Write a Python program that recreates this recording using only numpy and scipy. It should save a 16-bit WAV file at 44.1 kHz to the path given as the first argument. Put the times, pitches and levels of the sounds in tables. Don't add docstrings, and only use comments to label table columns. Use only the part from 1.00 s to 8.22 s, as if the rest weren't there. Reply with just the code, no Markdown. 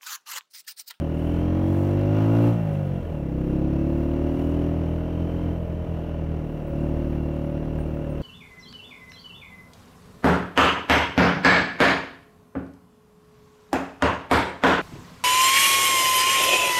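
import sys
import numpy as np
from scipy import signal
from scipy.fft import rfft, irfft, next_fast_len
from scipy.io import wavfile
from scipy.ndimage import uniform_filter1d, map_coordinates

SR = 44100
rng = np.random.default_rng(int(sys.argv[2]) if len(sys.argv) > 2 else 0)


def to_wav(s):
    ch = np.atleast_2d(s).T
    pcm = np.round(np.clip(ch, -1, 1) * 32767)
    wavfile.write(sys.argv[1], SR, pcm.astype(np.int16))


def volts(x):
    e = np.asarray(x, float) / 20
    return 10 ** e


N = 318351

# (time [s], rate [firings/s])
SPEED = [(0, 40), (.16, 39.5), (.66, 46.2), (.94, 49.2), (1.45, 57.7), (1.55, 56.9), (1.69, 51.5),
         (2.01, 44.4), (2.27, 32.9), (2.45, 33.3), (2.93, 37.1), (3.6, 41), (3.82, 40.6), (4.37, 42.5),
         (5.2, 40), (5.67, 37.6), (6.62, 38), (7.22, 37.2)]
# (time [s], load [dB])
LOAD = [(0, -30), (.1, -32.5), (.28, -28.5), (.45, -28), (.7, -26), (1, -28), (1.48, -23), (1.58, -37),
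        (2.04, -38.5), (2.53, -27), (3.6, -27), (4.02, -33), (4.48, -31.5), (4.6, -39.5), (4.95, -36.5),
        (5.66, -36), (5.81, -29.5), (7.22, -34.5)]
# (time [s], roughness [0-1])
ROUGHNESS = [(0, .25), (.6, .12), (1.5, .1), (1.6, .15), (2, .2), (2.1, .45), (2.4, .2), (3.6, .13),
             (4.1, .22), (5.6, .3), (5.9, .22), (7.22, .28)]
# (time [s], length [s], throb loss [dB], boom loss [dB])
FALTERS = [(2.05, .05, 3, 13), (2.17, 0.057, 6, -0.7), (2.31, 0.035, 3, -0.5), (2.6, .3, -0.5, -2.5),
           (3.27, 0.21, 0.3, 3.5), (3.36, .04, 9, -0.5), (4.09, .07, 5, 3), (4.3, .04, 3.5, 2.5),
           (4.4, 0.035, 4, 1.5), (4.55, 0.033, 3, 1), (4.67, 0.017, 5, 7), (4.78, 0.054, -1, 4),
           (4.86, 0.019, 21, 8), (5.07, 0.11, 5, 3.5), (5.53, 0.11, 11, 2.5), (5.68, .07, 5, 2.5),
           (5.8, 0.048, 5, -2.5), (6.03, 0.046, 2, 1.5), (6.38, 0.067, 4, 1.5), (6.51, .04, 6, .6),
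           (6.64, 0.053, 9, 1.5), (7.04, 0.26, 5, 1.5)]
# (frequency [Hz], level [dB])
PIPE_BOOM = [(40, -120), (70, -45), (105, -13), (128, -5), (152, 0), (172, -2), (195, -11), (228, -10),
             (262, -50), (400, -120)]
PIPE_BARK = [(120, -120), (190, -40), (222, -7), (250, -3), (290, 0), (335, -1), (372, -9), (405, -22),
             (450, -50), (700, -120)]
PIPE_RASP = [(250, -120), (370, -40), (420, -8), (455, -2), (510, -2), (565, 0), (625, 1), (690, -8),
             (780, -12), (1000, -14), (1300, -22), (1600, -50), (2500, -120)]
# (multiple of firing rate [1], level [dB])
CHAIN_LINES = [
    (11, -48),
    (15, -45),
    (14, -52),
]
# (frequency [Hz], density [dB per Hz])
CASING = [(510, -9.5), (860, 2), (902, -9), (986, -1.5), (1140, -11.5), (1240, -9), (1620, -7),
          (2160, -10.5), (2510, -13), (2780, -13.5), (3510, -22.5), (4400, -58), (5720, -74), (9680, -120)]
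# (frequency [Hz], width [Hz], level [dB])
FINS = [(1250, 140, 1), (1420, 210, 1.5), (2334, 110, -9), (2750, 140, -0.5), (2870, 1170, -11)]
# (frequency [Hz], level [dB])
GEAR_COVER = [(1500, -62), (2000, -32), (2600, 3.5), (2850, 1.5), (3100, 5), (3400, -9), (3800, -20),
              (4300, -22), (6000, -60)]
# (frequency [Hz], density [dB per Hz])
TAPPET_TONE = [(2500, -62), (3300, -7.5), (3700, -0.5), (4100, -1.5), (5000, -6.5), (5800, -1.5),
               (6400, -8.5), (7200, -19), (9000, -63)]
# (frequency [Hz], density [dB per Hz])
HISS_TONE = [(4500, -60), (6000, -14), (6800, -1.5), (8500, -3), (9860, -4), (10900, 0), (12500, -1.5),
             (14100, -1), (15700, -3), (16100, -60)]
# (time [s], length [s], level [dB])
JOLTS = [(.01, .015, 1), (.35, .15, 3.5), (1.22, 0.1, 2.5), (1.45, 0.033, 2), (1.75, .025, 5),
         (4.45, 0.039, -1.5), (5.81, 0.026, 0), (6.79, 0.033, 3), (7.04, .04, 1), (7.18, 0.025, 4),
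         (7.22, .015, 6)]
# (time [s], peak [dB], frequency [Hz])
KNOCKS = [
    (5.7994, -47, 1400),
    (5.8303, -37, 1560),
    (5.8576, -39.5, 1400),
    (6.0462, -42.5, 1610),
    (6.788, -36, 1610),
    (6.9062, -36.5, 1430),
    (6.971, -39, 1420),
    (7.0453, -38, 1710),
]
# (time [s], peak [dB], decay t60 [s])
PINGS = [
    (.1815, -65, .1),
    (1.7325, -66, .1),
    (1.8567, -66, .15),
    (1.9465, -64, .05),
    (5.6705, -63, .25),
    (6.5071, -64, .08),
    (6.789, -63, .25),
    (6.9406, -63, .1),
    (7.0943, -63, .2),
]
# (frequency [Hz], level [dB])
TUBE = [
    (8979, 0),
    (15643, -3),
    (10750, -10),
    (12600, -12),
]
# (time [s], peak [dB], frequency [Hz])
TICKS = [(0.1805, -55, 8990), (1.7325, -51, 8970), (1.946, -55, 9330), (2.0118, -54, 7470),
         (2.1266, -55, 11300), (2.3999, -55, 7050), (3.5912, -55, 7080), (3.6651, -53, 8770),
         (3.7863, -54, 11200), (4.3625, -55, 8000), (4.4558, -56, 7150), (5.67, -56, 8980),
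         (5.8057, -56, 7100), (6.2053, -55, 14500), (6.2272, -54, 10900), (6.4358, -54, 11300),
         (6.6842, -54, 11200), (6.757, -53, 7310), (6.7865, -54, 8980), (6.9456, -57, 8980),
         (7.0165, -53, 11200)]
# (frequency [Hz], density [dB per Hz])
ROAD = [(10, -15), (25, -20), (60, 2), (150, -5.5), (350, -4.5), (700, -11), (1100, -55)]

CRUISE_HZ, CRUISE_DB = 40, -30
# (level at cruise [dB], slope [dB per dB of load], slope [dB per octave of speed])
THROB_LAW, BOOM_LAW = (-28.5, 0.19, 11), (-29, 0.23, 3.4)
BARK_LAW, RASP_LAW = (-30, 1.27, 0.093), (-39, 0.47, 11)
CLATTER_LAW, TAPPET_LAW, HISS_LAW = (-49, 0.32, 9.3), (-69, .45, 9.3), (-69.5, .55, 12)
SHUT_FROM_S, SHUT_TO_S, SHUT_EDGE_S = 1.545, 2.02, 0.017
SHUT_THROB_DB, SHUT_BOOM_DB, SHUT_BEAT_DB, SHUT_CHAIN_DB, SHUT_RASP_DB = -6.5, 4, -3, 5.5, -3
GULP_AT = 0.4423
GULP_FROM_DB, GULP_FULL_DB = -40, -27
GEAR_TEETH = 72.6
GRAVEL_S, GRIT_PER_S, GRIT_DB = 5.6, 30, -68
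HUNT_HZ, HUNT_PER_S, HUNT_FROM_S = .3, 7, 3.7


def exhaust(cycle):
    boom_db = obeys(BOOM_LAW) - humps(FALTERS)[1] + SHUT_BOOM_DB * overrun()
    bark_db = obeys(BARK_LAW)
    rasp_db = obeys(RASP_LAW) + SHUT_RASP_DB * overrun()
    rough = curves(ROUGHNESS)[0]
    fire = np.flatnonzero(np.diff(np.floor(cycle)))
    luck = rng.standard_normal((len(fire), 4))
    late = np.round(.0006 * SR * rough[fire] * luck[:, 0]).astype(int)
    fire = np.clip(fire + late, 0, N - 1)
    gulp = np.minimum(fire[:-1] + (GULP_AT * np.diff(fire)).astype(int), N - 1)
    gulp_size = np.clip((bark_db - GULP_FROM_DB) / (GULP_FULL_DB - GULP_FROM_DB), 0, 1)
    # (answer, level [dB], centre [Hz], width [Hz], phase turns, gas share, echo share, gulp share)
    parts = [(PIPE_BOOM, boom_db, 165, 60, 1.21, .3, 0, .12),
             (PIPE_BARK, bark_db, 330, 70, 6.9, .5, 0, 0.4),
             (PIPE_RASP, rasp_db, 900, 250, 17.21, 1.1, .5, 0.3)]
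    sound = np.zeros(N)
    for k, (answer, level_db, centre_hz, width_hz, turns, gas, echo, gulp_share) in enumerate(parts):
        blows = np.zeros(N)
        blows[fire] = volts(4 * rough[fire] * luck[:, k + 1])
        blows[gulp] = gulp_share * (blows * gulp_size)[fire[:-1]]
        drive = unit(blows) + gas * rough * unit(gated(cycle, at=0.73, sharp=3.0))

        def pipe(hz):
            ring = np.exp(-1j * turns * np.arctan((hz - centre_hz) / width_hz))
            return along(answer, hz) * ring * (1 + echo * np.exp(-2j * np.pi * hz * .0072))

        sound += volts(level_db) * even(filtered(drive, pipe))
    return sound


def crank_throb(cycle):
    rough = curves(ROUGHNESS)[0]
    throb_db = obeys(THROB_LAW) - humps(FALTERS)[0] + SHUT_THROB_DB * overrun()
    throb_db = throb_db - .4 + 3 * rough * wobble(18)
    throb = volts(throb_db) * np.cos(2 * np.pi * (2 * cycle + 0.17) + 1.1 * rough * wobble(14))
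    beat_db = -37.5 + SHUT_BEAT_DB * overrun() + 2.2 * wobble(5.0)
    beat = volts(beat_db) * np.cos(2 * np.pi * (cycle + 0.46))
    return np.sqrt(2) * (throb + beat)


def cam_chain(cycle):
    lines = np.zeros(N)
    for multiple, db in CHAIN_LINES:
        level = volts(db + 2.5 * wobble(4))
        lines += level * np.sin(2 * np.pi * multiple * cycle + .6 * wobble(12))
    return np.sqrt(2) * volts(SHUT_CHAIN_DB * overrun()) * filtered(lines, lambda hz: along(PIPE_RASP, hz))


def valve_clatter(cycle, shared):
    knocks = gated(cycle, at=0.31, sharp=4.9) + .5 * gated(cycle, at=0.58, sharp=0.55)
    knocks = (knocks + 0.86 * rng.standard_normal(N)) * volts(0.57 * shared)
    fins = unit(rung(knocks * volts(2.5 * wobble(4.64)), FINS))
    return unit(coloured(knocks, CASING) + 0.25 * fins)


def gear_whine(cycle):
    press = 1 + 0.88 * np.cos(2 * np.pi * (cycle - .2))
    mesh = np.sin(2 * np.pi * GEAR_TEETH * cycle + 2.2 * wobble(150))
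    whine = press * volts(1.5 * wobble(6)) * mesh
    return volts(-14.5) * filtered(whine, lambda hz: along(GEAR_COVER, hz))


def tappets(cycle, shared):
    taps = gated(cycle, at=0.19, sharp=1.5) * volts(2.1 * shared) + 0.91 * rng.standard_normal(N)
    return coloured(taps, TAPPET_TONE)


def chain_and_air_hiss(cycle, shared):
    rattle = gated(cycle, at=0.29, sharp=6) * volts(1.3 * shared) + 0.66 * rng.standard_normal(N)
    return coloured(rattle * volts(1.5 * wobble(5.6)), HISS_TONE)


def machinery(cycle):
    shared = wobble(25)
    jolt_db = humps(JOLTS)[0]
    tappet_db = obeys(TAPPET_LAW) + 0.3 * jolt_db
    hiss_db = obeys(HISS_LAW) + 0.37 * jolt_db
    sound = volts(clatter_db() + 0.5) * (valve_clatter(cycle, shared) + gear_whine(cycle))
    sound += volts(tappet_db + 2.0) * tappets(cycle, shared)
    return sound + volts(hiss_db) * chain_and_air_hiss(cycle, shared)


def gravel():
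    out, t = np.zeros(N + SR), np.arange(SR // 20) / SR
    for s, db, hz in KNOCKS:
        knock = np.sin(2 * np.pi * hz * t) + .08 * rng.standard_normal(len(t))
        out[round(s * SR):][:len(t)] += volts(db - 4 - 60 * t / .03) * knock
    gravel_length_s = N / SR - GRAVEL_S
    for when, pitch, size in rng.random((int(GRIT_PER_S * gravel_length_s), 3)):
        s = GRAVEL_S + when * gravel_length_s
        grain = np.sin(2 * np.pi * 4000 * 3.3 ** pitch * t)
        out[round(s * SR):][:len(t)] += volts(GRIT_DB + 9 * size - 60 * t / .012) * grain
    return out[:N]


def stones():
    out, t = np.zeros(N + SR), np.arange(SR // 2) / SR
    for s, db, t60 in PINGS:
        ring = np.zeros(len(t))
        for hz, level in TUBE:
            decay = volts(level + rng.normal(0, 5.3) - 60 * t / t60 * hz / 9000)
            ring += decay * np.sin(2 * np.pi * hz * t)
        out[round(s * SR):][:len(t)] += volts(db + 1.5) * (1 - np.exp(-t / .008)) * ring
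    for s, db, hz in TICKS:
        tick = np.sin(2 * np.pi * hz * t) * volts(-60 * t / 0.014)
        tick += 0.44 * np.diff(rng.standard_normal(len(t) + 1)) * volts(-60 * t / .007)
        out[round(s * SR):][:len(t)] += volts(db - 8.5) * tick
    return out[:N]


def road_rumble():
    rumble = coloured(rng.standard_normal(N) * volts(0.86 * wobble(4.0)), ROAD)
    return volts(0.46 * clatter_db() - 15.0) * rumble


def clatter_db():
    return obeys(CLATTER_LAW) + 0.46 * humps(JOLTS)[0]


def obeys(law):
    cruise_db, per_load, per_octave = law
    load_db = curves(LOAD)[0] - CRUISE_DB
    octaves = np.log2(curves(SPEED)[0] / CRUISE_HZ)
    return cruise_db + per_load * load_db + per_octave * octaves


def overrun():
    t = np.arange(N) / SR
    return (np.tanh((t - SHUT_FROM_S) / SHUT_EDGE_S) - np.tanh((t - SHUT_TO_S) / SHUT_EDGE_S)) / 2


def humps(rows):
    s, length, *sizes = np.transpose(rows)
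    t = np.arange(0, N + 100, 100) / SR
    bells = np.exp(-((t[:, None] - s) / length) ** 2)
    return [np.interp(np.arange(N) / SR, t, bells @ c) for c in sizes]


def curves(rows):
    s, *cols = np.transpose(rows)
    return [np.interp(np.arange(N) / SR, s, c) for c in cols]


def wobble(rate):
    return map_coordinates(rng.standard_normal(int(N * rate / SR) + 4), [np.arange(N) * rate / SR])


def gated(cycle, at, sharp):
    return np.exp(sharp * (np.cos(2 * np.pi * (cycle - at)) - 1)) * rng.standard_normal(N)


def filtered(x, response):
    m = next_fast_len(N + SR // 2)
    return irfft(rfft(x, m) * response(np.fft.rfftfreq(m, 1 / SR)), m)[:N]


def along(points, hz):
    f, db = np.transpose(points)
    return volts(np.interp(np.log(hz + 1), np.log(f + 1), db))


def coloured(x, spectrum):
    return unit(filtered(x, lambda hz: along(spectrum, hz)))


def rung(x, modes):
    def response(f):
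        return sum(volts(db) * (1j * f * w / (c * c - f * f + 1j * f * w)) ** 2 for c, w, db in modes)
    return filtered(x, response)


def unit(x):
    return x / np.sqrt(np.mean(x ** 2) + 1e-20)


def even(x):
    power = uniform_filter1d(uniform_filter1d(x ** 2, size=3000), size=3000)
    return x / np.sqrt(np.abs(power) + 1e-12)


def scene():
    rough_ground = np.clip(np.arange(N) / SR - HUNT_FROM_S, .25, 1)
    firing_hz = curves(SPEED)[0] + HUNT_HZ * rough_ground * wobble(HUNT_PER_S)
    cycle = .4 + np.cumsum(firing_hz) / SR
    engine = exhaust(cycle) + crank_throb(cycle) + cam_chain(cycle) + machinery(cycle)
    return (engine + gravel() + stones() + road_rumble())[None]


def top_cut(x):
    return signal.sosfilt(signal.butter(12, 16100, fs=SR, output="sos"), x)


def record(dry):
    return top_cut(dry)


dry = scene()
out = record(dry)
to_wav(out)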